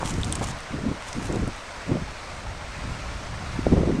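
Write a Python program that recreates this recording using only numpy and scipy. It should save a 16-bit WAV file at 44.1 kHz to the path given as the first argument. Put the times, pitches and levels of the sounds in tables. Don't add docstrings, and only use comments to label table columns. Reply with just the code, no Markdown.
import sys
import numpy as np
from scipy import signal
from scipy.fft import rfft, irfft
from scipy.io import wavfile
from scipy.ndimage import uniform_filter1d

SR = 44100
rng = np.random.default_rng(int(sys.argv[2]) if len(sys.argv) > 2 else 0)


def dump(signal):
    limited = np.clip(np.atleast_2d(signal).T, -1, 1)
    pcm = np.round(limited * 32767).astype(np.int16)
    wavfile.write(sys.argv[1], SR, pcm)


N = 176400

# frequency in Hz, relative level in dB per Hz.
WASH_COLOUR = [(30, 13), (150, -6), (250, -0.5), (370, -4), (600, 3), (790, -0.5), (980, 2.5), (1200, 1.5),
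               (1420, 1.5), (1650, -1.5), (2150, -1.5), (3200, -8), (4400, -9), (6200, -11.5),
               (7200, -15.5), (8500, -15.5), (10000, -26), (12500, -38.5), (15500, -46)]
# time in seconds, level in dB.
DRAUGHT_LEVEL = [(0, -31), (.45, -32.5), (.62, -44.5), (.9, -42), (1.1, -44), (1.45, -29), (1.6, -54),
                 (1.85, -46.5), (2.02, -34), (2.15, -48), (2.5, -36), (2.7, -42.5), (2.88, -32),
                 (3.02, -37), (3.45, -33), (3.75, -26.5), (4, -36)]
# frequency in Hz, relative level in dB per Hz.
DRAUGHT_TONE = [(15, -17), (30, -5), (55, -1.5), (110, -5.5), (200, -15), (400, -25), (1000, -71),
                (4000, -90)]
# start in seconds, length in seconds, level in dB,
# and the frequency in Hz above which the puff gets duller.
AIR_PUFFS = [(0.0, 0.039, -32, 1210), (0.04, .10, -32.5, 220), (0.127, 0.08, -28, 240),
             (0.22, 0.22, -33, 222), (0.407, 0.025, -25.5, 710), (0.433, .10, -35, 201),
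             (0.702, 0.15, -31.5, 280), (0.832, 0.1, -25.5, 274), (1.15, 0.132, -32.5, 240),
             (1.287, 0.1, -27.5, 437), (1.385, 0.062, -26.5, 274), (1.47, 0.019, -21.5, 336),
             (1.859, .18, -33, 200), (1.888, 0.09, -23.5, 306), (2.778, .14, -40, 193),
             (3.658, .34, -24.5, 250), (3.708, 0.047, -17.5, 320), (3.76, 0.1, -21.5, 337),
             (3.868, 0.045, -21, 343)]
# start in seconds, length in seconds, level in dB.
CLOTH_STROKES = [(0, 0.49, -45.5), (0.045, 0.072, -38.5), (0.244, 0.012, -46), (0.417, 0.032, -39),
                 (0.469, 0.05, -41), (1.035, 0.39, -51.5), (1.067, 0.033, -43), (1.226, 0.05, -43.5)]
# frequency in Hz, relative level in dB per Hz.
CLOTH_COLOUR = [(100, -22), (500, -7), (850, 14), (1800, 2), (3200, 5), (4700, 0), (6500, 5), (9000, 1.5),
                (10500, -8.5), (12500, -18), (15500, -32)]
# middle in seconds, peak level in dB, pitch in Hz.
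AIR_THUMPS = [(.0307, -12.5, 774), (0.055, -18.5, 172), (.421, -18.5, 635), (.874, -17, 224),
              (1.187, -21, 225), (1.305, -17.5, 196), (1.9108, -31, 159), (1.923, -10, 182),
              (1.956, -17, 397), (1.97, -18, 480), (3.593, -14, 251), (3.668, -6, 480), (3.727, -5, 220),
              (3.835, -14, 414), (3.926, -14.5, 252), (3.991, -12.5, 230)]
# start in seconds, level in dB before the fade,
# centre frequency in Hz, fade time in seconds.
CLOTH_TICKS = [(.095, -29, 7500, 0.0027), (.107, -28.5, 7050, 0.0024), (.139, -30, 5870, 0.0025),
               (.215, -29.5, 7500, 0.0012), (0.233, -21.5, 3770, 0.0012), (.245, -21.5, 6000, 0.0012),
               (0.294, -33, 7250, 0.0014), (0.3251, -14, 9150, 0.0013), (.333, -33, 8000, .003),
               (0.354, -23, 8700, 0.0032), (.394, -32, 7000, 0.0015), (.4405, -23, 12900, 0.0013),
               (.587, -36, 12000, 0.00077), (.605, -30.5, 9600, 0.00072), (1.023, -31, 1760, .002),
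               (1.129, -26, 5940, 0.0023), (1.226, -23.5, 1560, 0.0009), (1.285, -35, 13000, 0.0007),
               (1.325, -29.5, 7000, 0.0019), (1.348, -40, 13000, 0.00067), (1.359, -29, 6500, 0.0014),
               (1.477, -30.5, 9350, 0.001), (1.564, -41, 11000, 0.00087)]
# frequency in Hz, level in dB against a tick's own peak.
TICK_BROAD = [(200, -28), (1700, -18), (3100, -1.5), (4500, -11), (7000, -14), (15000, -13)]

WASH_DB = -38
WASH_PATCH_DB, WASH_FLICKER_DB, WASH_SWELL_DB = 1.1, 0.5, 0.58

BUBBLE_DB, BUBBLES_PER_S = -47, 200
BUBBLE_LOW_HZ, BUBBLE_HIGH_HZ = 557.5, 2400
BUBBLE_CYCLES = 10
BUBBLE_RISE = 0.049
BUBBLE_SPREAD_DB = 3

PUFF_ATTACK_S, PUFF_RELEASE_S = 0.0069, 0.046
PUFF_LOW_HZ = 77
PUFF_SLOPE = 2.82
PUFF_LUMP_DB = 3

CLOTH_ATTACK_S, CLOTH_RELEASE_S = 0.0044, 0.0072
CLOTH_GRAIN_DB = 4
CRACKLES_PER_S, CRACKLE_SPREAD_DB = 610, 4.5
CRACKLE_SHARE_DB = -1

THUMP_CYCLES = 0.37

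TICK_WIDTH_OCT = 0.32
TICK_TOP_HZ, TICK_TOP_SLOPE = 9440, 11.5
TICK_RISE_S = 0.0003

EDGE_HZ = 15830


def amp(db):
    return 10 ** (np.asarray(db) / 20)


def unit(x):
    return x / np.sqrt(np.mean(x ** 2) + 1e-20)


def read(points, hz):
    f, value = np.transpose(points)
    return np.interp(np.log(hz + 1), np.log(f), value)


def add(mix, s, sound):
    part = mix[max(round(s * SR), 0):][:len(sound)]
    part += sound[:len(part)]


def shaped(x, gain):
    hz = np.fft.rfftfreq(len(x), 1 / SR)
    return unit(irfft(rfft(x) * gain(hz), len(x)))


def wander(rate_hz):
    return shaped(rng.standard_normal(N), lambda f: np.exp(-(f / rate_hz) ** 2))


def gate(start, length, attack, release):
    t = np.arange(N) / SR - start
    return np.clip(t / attack, 0, 1) * np.clip((length - t) / release + .5, 0, 1)


def wash():
    hz = np.fft.rfftfreq(1024, 1 / SR)
    frames = N // 256 + 5
    real, imaginary, rough = rng.standard_normal((3, frames, len(hz)))
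    over_time = uniform_filter1d(rough, size=7, axis=0)
    patches = unit(uniform_filter1d(over_time, size=7, axis=1))
    gain = amp(read(WASH_COLOUR, hz) + WASH_PATCH_DB * patches)
    spectrum = (real + 1j * imaginary) * gain
    water = signal.istft(spectrum.T, nperseg=1024, noverlap=768)[1][:N]
    flicker = WASH_FLICKER_DB * wander(rate_hz=120)
    swell = WASH_SWELL_DB * wander(rate_hz=2.5)
    return amp(WASH_DB) * unit(water * amp(flicker + swell))


def bubbles(count=32):
    out, t = np.zeros(N), np.arange(SR // 10) / SR
    for hz in np.geomspace(BUBBLE_LOW_HZ, BUBBLE_HIGH_HZ, count):
        age = t * hz / BUBBLE_CYCLES
        swell_and_fade = (1 - np.exp(-6 * age)) * np.exp(-age)
        ring = swell_and_fade * np.sin(2 * np.pi * hz * t * (1 + BUBBLE_RISE * age / 2))
        sizes = amp(BUBBLE_SPREAD_DB * np.minimum(rng.exponential(1, N), 3.5))
        starts = rng.random(N) < BUBBLES_PER_S / count / SR
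        out += signal.oaconvolve(sizes * starts, ring)[:N]
    return amp(BUBBLE_DB) * unit(out)


def draught():
    noise = shaped(rng.standard_normal(N), lambda f: amp(read(DRAUGHT_TONE, f)))
    return noise * amp(np.interp(np.arange(N) / SR, *np.transpose(DRAUGHT_LEVEL)))


def puffs():
    out = np.zeros(N)
    lumps = amp(PUFF_LUMP_DB * wander(rate_hz=60))
    for start, length, db, top_hz in AIR_PUFFS:
        def colour(f):
            low_cut = f / np.hypot(f, PUFF_LOW_HZ)
            return low_cut / np.hypot(1, (f / top_hz) ** PUFF_SLOPE)
        eddies = shaped(rng.standard_normal(N), colour)
        push = gate(start, length, PUFF_ATTACK_S, PUFF_RELEASE_S)
        out += amp(db) * unit(eddies * lumps * push) * np.sqrt(np.mean(push ** 2))
    return out


def rustles():
    rub = unit(rng.standard_normal(N) * amp(CLOTH_GRAIN_DB * wander(rate_hz=430)))
    sizes = amp(CRACKLE_SPREAD_DB * np.minimum(rng.exponential(1, N), 3))
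    starts = rng.random(N) < CRACKLES_PER_S / SR
    crackle = unit(rng.choice([-1, 1], N) * sizes * starts)
    mixed = rub + amp(CRACKLE_SHARE_DB) * crackle
    grains = shaped(mixed, lambda f: amp(read(CLOTH_COLOUR, f)))
    strokes = np.zeros(N)
    for start, length, db in CLOTH_STROKES:
        strokes += amp(db) * gate(start, length, CLOTH_ATTACK_S, CLOTH_RELEASE_S)
    return grains * strokes


def thumps():
    out = np.zeros(N)
    for middle, db, hz in AIR_THUMPS:
        cycles = (np.arange(N) / SR - middle) * hz
        bell = np.exp(-.5 * (cycles / THUMP_CYCLES) ** 2)
        out += amp(db) * bell * np.cos(2 * np.pi * (cycles + rng.random()))
    return out


def ticks():
    out, t = np.zeros(N), np.arange(SR // 20) / SR
    for start, db, hz, decay in CLOTH_TICKS:
        def colour(f):
            peak = np.exp(-.5 * (np.log2((f + 1) / hz) / TICK_WIDTH_OCT) ** 2)
            body = amp(read(TICK_BROAD, f))
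            return (body + peak) / np.hypot(1, (f / TICK_TOP_HZ) ** TICK_TOP_SLOPE)
        noise = shaped(rng.standard_normal(len(t)), colour)
        fade = np.minimum(t / TICK_RISE_S, 1) * np.exp(-t / decay)
        add(out, start, amp(db) * noise * fade)
    return out


def scene():
    river = wash() + bubbles()
    air = draught() + puffs() + thumps()
    cloth = rustles() + ticks()
    return (river + air + cloth)[None]


def record(dry):
    low_pass = signal.firwin(511, EDGE_HZ, window=("kaiser", 9), fs=SR)
    return signal.oaconvolve(dry, low_pass[None], "same")


dry = scene()
out = record(dry)
dump(out)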